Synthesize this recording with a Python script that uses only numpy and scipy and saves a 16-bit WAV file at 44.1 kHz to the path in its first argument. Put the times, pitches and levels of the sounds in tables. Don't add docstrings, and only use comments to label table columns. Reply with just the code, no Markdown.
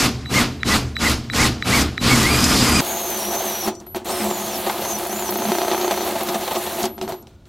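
import sys
import numpy as np
from scipy import signal
from scipy.fft import rfft, irfft, next_fast_len
from scipy.io import wavfile
from scipy.ndimage import uniform_filter1d

SR = 44100
rng = np.random.default_rng(int(sys.argv[2]) if len(sys.argv) > 2 else 0)


def level_to_linear(level):
    exponent = np.asarray(level, float) / 20
    return 10 ** exponent


def put_to_file(sound):
    columns = np.atleast_2d(sound).T
    safe = np.clip(columns, -1, 1)
    whole_steps = np.round(safe * 32767)
    wavfile.write(sys.argv[1], SR, whole_steps.astype(np.int16))


N = 329868
TIME = np.arange(N) / SR
SLOW = 1 / 3
TRUE_SPEED_S = 2.807


def unit(x):
    return x / np.sqrt(np.mean(x ** 2))


def colour(x, spectrum):
    hz, db = np.transpose(spectrum)
    bins = np.fft.rfftfreq(4096, 1 / SR)
    log_gain = np.interp(np.log(bins + 1), np.log(hz), db) * np.log(10) / 20
    cepstrum = irfft(log_gain)
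    cepstrum[1:2048] *= 2
    cepstrum[2049:] = 0
    return signal.fftconvolve(x, irfft(np.exp(rfft(cepstrum))))[:N]


def ring(modes, pace=1, sign=-1):
    t = TIME[:SR // 2] * pace
    out = 0
    for k, (hz, width, db) in enumerate(modes):
        decay = np.exp(-np.pi * width * t)
        out = out + level_to_linear(db) * width * decay * np.sin(2 * np.pi * hz * t) * sign ** k
    return out


def strike(x, answer):
    return signal.fftconvolve(x, answer)[:N]


def taps(events):
    out = np.zeros(N)
    for s, db in events:
        out[int(s * SR)] = level_to_linear(db)
    return out


def walk(rate):
    hold = int(SR / rate)
    steps = np.repeat(rng.standard_normal(N // hold + 1), hold)
    return 1.2 * uniform_filter1d(steps, hold)[:N]


def patchy(x, rate, depth_db):
    size = next_fast_len(N)
    spectrum, hz = rfft(x, size), np.fft.rfftfreq(size, 1 / SR)
    out = 0
    for centre in np.arange(0, 18000, 2000):
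        part = np.clip(1 - abs(hz - centre) / 2000, 0, 1)
        out = out + irfft(spectrum * part, size)[:N] * level_to_linear(depth_db * walk(rate))
    return out


def bites(rate, spread_db):
    hardness = level_to_linear(spread_db * np.minimum(rng.exponential(size=N), 4)) - 1
    hard = (rng.random(N) < rate / SR) * hardness
    return unit(rng.standard_normal(N) * (1 + uniform_filter1d(hard, size=40) * 40))


# (time [s], feed [dB])
HAND_FEED = [(2.11, 2.5), (2.2, -0.5), (2.8, -0.5), (2.82, -2), (3.2, -5.5), (3.43, 1.5), (3.61, -6.5),
             (3.68, 8), (4.12, 1), (4.27, 0.5), (4.42, -4), (4.7, 1), (5.15, -5.5), (5.7, 2.5), (6.1, 2.5),
             (6.55, -2), (6.64, -5), (6.85, 3.5)]


def work(pulls, spin, layers):
    pull, release, strength = np.transpose(pulls)[:, :, None]
    spin_up_s, coast_s = spin
    rise = 1 - np.exp(-np.maximum(TIME - pull, 0) / spin_up_s)
    fall = np.exp(-np.maximum(TIME - release, 0) / coast_s)
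    feed = np.interp(TIME, *np.transpose(HAND_FEED))
    levels = []
    for db, loss, push, lean, haste in layers:
        drive = rise * fall ** haste * (loss + push * strength + lean * feed)
        levels.append(db + np.max(drive, axis=0) - loss)
    return levels


# (time [s], length [s], level over the steady cut [dB])
GRAB_EVENTS = [(3.353, 0.016, 1), (3.631, 0.013, 0), (4.085, 0.051, 5), (4.302, 0.017, 7),
               (4.662, 0.024, 6.5), (4.692, 0.021, 9.5), (4.778, 0.014, 4.5), (4.818, 0.012, 6),
               (4.847, .018, 6.5), (5.048, .01, 8.5), (5.287, 0.024, 5.5), (5.356, 0.011, 3.5),
               (5.718, .03, 5), (5.909, 0.02, 7), (6.108, 0.0099, 7), (6.154, 0.018, 8.5),
               (6.206, 0.013, 7), (6.285, 0.021, 8.5), (6.343, 0.025, 10), (6.398, 0.015, -1),
               (6.475, 0.017, 8.5), (6.508, 0.024, 9.5), (6.549, 0.029, 9.5), (6.662, 0.017, 5.5),
               (6.845, 0.032, 2), (7.083, 0.043, 7.5), (7.13, 0.029, 4)]


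def grabs():
    force = 1
    for s, length, db in GRAB_EVENTS:
        onset = (TIME - s) / 0.0024
        let_go = 2 - 2 * (TIME - s) / length / 0.93
        force = force + (level_to_linear(db) - 1) * np.clip(np.minimum(onset, let_go), 0, 1)
    return force


# (frequency [Hz], width [Hz], level [dB])
HULL_MODES = [(220.8, 12.7, 0), (373.5, 21.4, 1), (416, 39, -21), (518, 19, -29), (599, 28, -11),
              (642, 13, -17), (705.4, 29, -1), (807, 32, -8), (842.5, 7, -4), (902.5, 29, -6.5),
              (1135, 530, -22.5), (1290, 24, -10)]
# (time [s], level [dB])
DRILL_TILT = [(2.8, 2.5), (2.85, -1), (4.1, -3.5), (4.2, 3.5), (4.55, 2.5), (4.7, -3), (5.35, 2),
              (5.5, 9.5), (5.62, -12), (6.2, -2.5), (6.32, 0), (6.45, -7.5), (6.8, 1), (7.05, 5.5),
              (7.13, -3.5)]


def hull_plate(shake, rattle, force, pace, driven, thud, thud_db, low_hz):
    deep = strike(shake / force ** 0.3, ring(HULL_MODES[:2], pace))
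    upper = strike(shake, ring(HULL_MODES[2:], pace))
    lowest = strike(shake / force ** 0.6, ring(HULL_MODES[:1], pace))
    deep = deep + lowest * (level_to_linear(np.interp(TIME, *np.transpose(DRILL_TILT))) - 1)
    hull = (deep + driven * upper) / np.std(deep + upper)
    hull = hull + level_to_linear(thud_db) * driven * unit(colour(rattle, thud))
    return signal.sosfilt(signal.butter(2, low_hz, "high", fs=SR, output="sos"), hull)


# (frequency [Hz], width [Hz], level [dB])
CUP_MODES = [(1600, 19, 1.5), (2730, 69, -11.5), (3170, 42, 1), (3636, 39, 2.5), (4280, 94, -2.5)]


def saw_teeth(rattle, flutter, force, pace, grind, cup_db):
    teeth = unit(colour(bites(600 * pace, 0.83) * flutter * force ** 0.71, grind))
    return teeth + level_to_linear(cup_db) * unit(strike(rattle, ring(CUP_MODES, pace)))


def flying_chips(flutter, force, pace, hiss):
    return unit(colour(bites(500 * pace, 2.1) * flutter * force ** 0.12, hiss))


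def cutting(levels, pace, thud, grind, hiss, force, thud_db, cup_db, free_db, low_hz, top_hz):
    hull_db, grind_db, hiss_db = levels
    flutter = level_to_linear(0.8 * walk(40 * pace))
    shake = bites(500 * pace, 2.3) * flutter * force
    rattle = bites(500 * pace, 2.3) * flutter * force
    driven = level_to_linear(0.61 * np.minimum(grind_db - hull_db - free_db, 0))
    hull = hull_plate(shake, rattle, force, pace, driven, thud, thud_db, low_hz)
    teeth = saw_teeth(rattle, flutter, force, pace, grind, cup_db)
    chips = flying_chips(flutter, force, pace, hiss)
    bright = patchy(teeth * level_to_linear(grind_db + 1) + chips * level_to_linear(hiss_db + 5), 30, depth_db=1.5)
    lift_db = -9 * np.clip((TIME - 7.28) / 0.015, 0, 1)
    heard = hull * level_to_linear(hull_db - 2 + lift_db) + bright
    return signal.sosfilt(signal.ellip(10, 0.5, 60, top_hz, fs=SR, output="sos"), heard)


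# (frequency [Hz], density [dB per Hz])
SLOW_THUD_COLOUR = [(12, -29), (20, -6), (151, -10.5), (231, -1.5), (600, -20), (780, -17.5), (1320, -120)]
SLOW_GRIND_COLOUR = [(260, -30), (450, -5.5), (928, 0.5), (1210, 2), (1740, -2.5), (2100, -1), (3240, -3),
                     (4900, -3), (7000, -12), (9100, -31), (15400, -120)]
SLOW_HISS_COLOUR = [(3820, -13), (6500, -3.5), (7490, -3), (12300, -10.5), (15500, -16)]
# (pull [s], release [s], strength [dB])
SLOW_TRIGGER = [
    (-.06, .06, -1.5),
    (.285, .42, -2),
    (.635, .765, -1),
    (.98, 1.12, -2),
    (1.315, 1.465, -2),
    (1.635, 1.815, -2),
    (1.995, 2.85, -0.5),
]
# (spin-up [s], coast [s])
SLOW_MOTOR = (0.019, 0.084)
# (level at full speed [dB], loss at rest [dB], share of strength, share of feed, haste of the fall)
SLOW_LEVELS = [
    (-19, 16, 1.25, 0.36, 0.27),
    (-20, 33.5, 1.4, 1.04, 0.72),
    (-28.5, 36.5, 1.01, 0.16, 1.14),
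]


def slow_cut():
    return cutting(work(SLOW_TRIGGER, SLOW_MOTOR, SLOW_LEVELS), SLOW,
                   SLOW_THUD_COLOUR, SLOW_GRIND_COLOUR, SLOW_HISS_COLOUR, force=1,
                   thud_db=2, cup_db=-11.5, free_db=-2, low_hz=29.7, top_hz=15100)


# (frequency [Hz], density [dB per Hz])
THUD_COLOUR = [(20, -25), (100, -40), (160, 0), (250, -10.5), (500, 5.5), (1000, 6.5), (1500, -8.5),
               (2200, -27.5)]
GRIND_COLOUR = [(800, -23.5), (1400, -4), (2600, -4.5), (3600, -4), (4400, -4.5), (5000, -11.5), (5700, -8),
                (7000, -11.5), (9000, -15), (15000, -88)]
HISS_COLOUR = [(3820, -36), (6500, -5), (7780, -9.5), (9740, -4), (12100, -0.5), (15100, -6), (15900, -6.5)]
# (pull [s], release [s], strength [dB])
TRIGGER = [
    (2.75, 3.685, 1),
    (3.797, 3.81, -11),
    (3.862, 3.872, -18),
    (3.942, 3.965, 0),
    (4.04, 6.855, 0),
    (6.972, 6.985, -9.5),
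    (7.012, 7.025, -0.5),
    (7.07, 7.125, -5.5),
    (7.265, 7.275, -14.5),
    (7.45, 7.46, -13.5),
]
# (spin-up [s], coast [s])
MOTOR = (0.0062, 0.067)
# (level at full speed [dB], loss at rest [dB], share of strength, share of feed, haste of the fall)
TRUE_LEVELS = [
    (-24, 36, 0.96, 0.83, 0.33),
    (-34, 37.4, 1.66, 0.28, 0.81),
    (-38, 44, 1.9, -0.022, 1.4),
]


def true_cut():
    return cutting(work(TRIGGER, MOTOR, TRUE_LEVELS), 0.96,
                   THUD_COLOUR, GRIND_COLOUR, HISS_COLOUR, force=grabs(),
                   thud_db=-4.5, cup_db=-18, free_db=-8, low_hz=99, top_hz=15900)


def squeal(table, pace):
    s, hz, db, octave_db = np.transpose(table)
    wobble = 0.008 * walk(200 * pace) + 0.021 * walk(1200 * pace)
    pitch = uniform_filter1d(np.interp(TIME, s, hz), size=900) * (1 + wobble)
    phase = 2 * np.pi * np.cumsum(pitch) / SR
    fade = np.clip(np.minimum(TIME - s[0], s[-1] - TIME) / 0.008, 0, 1)
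    rough = np.sqrt(2) * level_to_linear(2.5 * walk(200 * pace))
    fundamental = level_to_linear(np.interp(TIME, s, db)) * np.sin(phase)
    octave = level_to_linear(np.interp(TIME, s, octave_db)) * np.sin(2 * phase)
    return fade * rough * (fundamental + octave)


def arc(start, end, edge_hz, top_hz, db):
    lift = 1 - np.linspace(-1, 1, 9) ** 2
    hz = edge_hz + (top_hz - edge_hz) * lift
    return np.transpose([np.linspace(start, end, 9), hz, db - 4 * (1 - lift), db - 14 - 8 * (1 - lift)])


# (start [s], end [s], edge pitch [Hz], top pitch [Hz], level [dB])
BURST_ARCS = [(.335, .41, 1800, 2200, -21), (.695, .75, 1750, 2050, -22), (1.04, 1.09, 1800, 2080, -22),
              (1.38, 1.46, 1750, 2180, -22), (1.715, 1.8, 1800, 2250, -20.5),
              (2.075, 2.17, 1800, 2250, -22)]
# (time [s], pitch [Hz], level [dB], octave level [dB])
STEADY_SQUEAL = [(2.23, 1850, -30, -50), (2.265, 2080, -23, -42), (2.32, 2370, -28, -28),
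                 (2.42, 2520, -36, -28), (2.5, 2570, -40, -28), (2.65, 2420, -40, -29),
                 (2.75, 2440, -30, -26), (2.805, 2440, -24, -24)]
# (time [s], pitch [Hz])
SQUEAL_PITCH = [
    [(2.85, 6550), (2.91, 6670), (3.17, 6150), (3.215, 5550), (3.44, 6460), (3.526, 5850), (3.626, 5880),
     (3.67, 5350)],
    [(4.07, 6370), (4.106, 8644), (4.184, 8505), (4.39, 6600), (4.478, 6500), (4.57, 5130)],
    [(4.1, 5250), (4.132, 5450), (4.24, 5150)],
    [(4.83, 6060), (4.902, 6550), (4.97, 5850)],
    [(5.09, 5470), (5.15, 6800), (5.195, 7357), (5.246, 6360), (5.3, 5530)],
    [(5.33, 5800), (5.39, 6530), (5.53, 5970), (5.596, 5780), (5.688, 6340), (5.744, 6150), (5.854, 6570),
     (5.92, 6000), (6.04, 6120)],
]
# (level [dB], octave level [dB])
SQUEAL_LEVEL = [(-34, -38), (-38, -58), (-40, -43), (-33, -44), (-36, -42), (-38, -46)]


def motor_squeals():
    slow_tables = [arc(*row) for row in BURST_ARCS] + [STEADY_SQUEAL]
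    out = sum(squeal(table, SLOW) for table in slow_tables)
    for pitch, db in zip(SQUEAL_PITCH, SQUEAL_LEVEL):
        out = out + squeal([(*row, *db) for row in pitch], 0.97)
    return out


# (time [s], peak [dB])
CATCH_LEVEL = [(4.8, -30), (5.0, -20), (5.3, -18), (5.45, -14), (5.55, -11), (5.7, -12), (5.9, -15),
               (6.1, -24)]


def catches():
    s, db = np.transpose(CATCH_LEVEL)
    times = 5.617 + np.arange(-26, 16) / 30.7
    late, harder = rng.standard_normal((len(times), 2)).T
    return taps(zip(times + 0.0008 * late, np.interp(times, s, db) + 2 * harder))


# (time [s], peak [dB])
JAM_EVENTS = [
    (3.677, -14),
    (3.868, -34),
    (3.947, -18),
    (6.84, -12.5),
    (6.98, -25),
    (7.0145, -18),
    (7.078, -20),
    (7.122, -19),
]


def jams():
    thump = ring(HULL_MODES, sign=0.94) * np.exp(-TIME[:SR // 2] / 0.099)
    thump /= thump.max()
    t = TIME[:SR // 20]
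    grit = colour(rng.standard_normal(N), GRIND_COLOUR)[999:999 + len(t)]
    thump[:len(t)] += 0.36 * np.exp(-t / 0.0068) * grit
    thump = signal.sosfilt(signal.butter(4, 300, "high", fs=SR, output="sos"), thump)
    boom = ring([(hz, 0.54 * width, db) for hz, width, db in HULL_MODES[1:2]])
    stops = taps(JAM_EVENTS)
    return strike(stops + catches(), thump / thump.max()) + strike(stops, 0.84 * boom / boom.max())


# (time [s], peak [dB])
CLICK_EVENTS = [(0.2592, -22), (0.632, -6), (0.9666, -10.5), (1.2994, -13), (1.335, -13.5), (1.6243, -9),
                (1.9787, -9)]
# (frequency [Hz], width [Hz], level [dB])
BODY_MODES = [(1260, 130, -7), (1880, 240, 0), (2300, 250, -5), (3600, 300, -11), (5500, 450, -17),
              (7200, 600, -20)]


def clicks():
    band = signal.butter(2, [850, 4500], "band", fs=SR, output="sos")
    click = signal.sosfilt(band, ring(BODY_MODES))
    return strike(taps(CLICK_EVENTS), click / abs(click).max())


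# (time [s], peak [dB], pitch [Hz])
TICK_EVENTS = [(2.4415, -2.5, 6570), (3.7514, -33, 6430), (3.7574, -42, 5900), (3.8008, -33.5, 6020),
               (3.8646, -42, 11800), (4.0465, -28, 8950), (4.0916, -35, 4270), (4.5774, -22, 15500),
               (4.9856, -18, 11900), (5.0709, -19, 11800), (5.3063, -13, 13800), (5.3393, -17, 13300),
               (5.373, -16, 13100), (6.0494, -20, 13100), (6.0894, -23, 12600), (6.233, -15.5, 13300),
               (6.2731, -22, 14600), (6.8303, -14.5, 5780), (6.854, -16.5, 6300), (7.013, -18.5, 4000),
               (7.0906, -27, 11900), (7.2254, -39, 6350), (7.2704, -33, 4200), (7.455, -43.5, 4050)]


def ticks():
    t = TIME[:SR // 20]
    decay = np.exp(-t / 0.0039) + 0.13 * np.exp(-t / 0.015)
    out = np.zeros(N)
    for s, db, hz in TICK_EVENTS:
        edges_hz = np.clip([hz - 1900, hz + 1900], 300, 15800)
        band = signal.butter(2, edges_hz, "band", fs=SR, output="sos")
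        burst = signal.sosfilt(band, rng.standard_normal(len(t)) * decay)
        start = int(s * SR)
        out[start:start + len(t)] += (level_to_linear(db) * burst / abs(burst).max())[:N - start]
    return out


def hand_bump():
    swell = np.exp(-((TIME - 7.33 - 0.025) / 0.018) ** 2)
    return level_to_linear(-41) * swell * np.sin(2 * np.pi * 98.7 * TIME)


def tone(hz, start, end, db):
    gate = np.clip(np.minimum(TIME - start, end - TIME) / 0.0022, 0, 1)
    return np.sqrt(2) * level_to_linear(db) * gate * np.sin(2 * np.pi * hz * TIME)


# (start [s], end [s], level [dB])
SLOW_WHISTLES = [(0.253, 0.305, -37), (0.604, 0.664, -42), (0.954, 0.996, -30.5), (1.302, 1.322, -31.5),
                 (1.621, 1.646, -32), (1.973, 2.008, -33.5)]
TRUE_WHISTLES = [
    (3.864, 3.957, -41),
    (6.846, 6.973, -44),
    (7.007, 7.225, -50),
    (7.225, 7.272, -76),
]
LOADED_WHISTLE = (4.07, 6.85, -51)
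# (start [s], end [s])
BRAKE_SPAN = (3.69, 3.805)
# (eighths of the whistle, level [dB])
BRAKE_PARTIALS = [(3, -63), (4, -49), (5, -62), (6, -68), (8, -67)]


def controller():
    whistle_hz = 11806
    out = np.zeros(N)
    for row in SLOW_WHISTLES:
        out += tone(whistle_hz * SLOW, *row)
        out += level_to_linear(-26) * tone(2 * whistle_hz * SLOW, *row)
        out += level_to_linear(-25) * tone(whistle_hz, *row)
    for eighths, db in BRAKE_PARTIALS:
        out += tone(whistle_hz * eighths / 8, *BRAKE_SPAN, db)
    for row in TRUE_WHISTLES:
        out += tone(whistle_hz, *row)
    return out + tone(whistle_hz, *LOADED_WHISTLE) * level_to_linear(3 * walk(25))


# (frequency [Hz], density [dB per Hz])
YARD_COLOUR = [(18, -27), (30, -15.5), (86, -5), (199, -15.5), (1320, -38), (1430, -25), (1540, -47),
               (3980, -43), (16000, -67)]


def quiet_yard():
    return level_to_linear(-47.5) * unit(colour(rng.standard_normal(N), YARD_COLOUR))


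def scene():
    cut = np.where(TIME < TRUE_SPEED_S, slow_cut(), true_cut())
    knocks = jams() + clicks() + ticks() + hand_bump()
    mono = cut + motor_squeals() + knocks + controller() + quiet_yard()
    return np.array([mono, mono])


def low_pass(x):
    return signal.sosfilt(signal.butter(12, 16460, fs=SR, output="sos"), x)


def record(dry):
    side = 0
    for hz in np.arange(4800, 15500, 800):
        edges = signal.butter(4, [hz - 400, hz + 400], "band", fs=SR, output="sos")
        band = signal.sosfilt(edges, dry[0])
        patch = uniform_filter1d(1.0 * (walk(26) > 0.45 - hz / 20000), 600)
        side = side + patch * np.roll(band, 400)
    side = side * level_to_linear(np.where(TIME < TRUE_SPEED_S, -13, -7))
    return low_pass(dry + np.array([side, -side]))


dry = scene()
out = record(dry)
put_to_file(out)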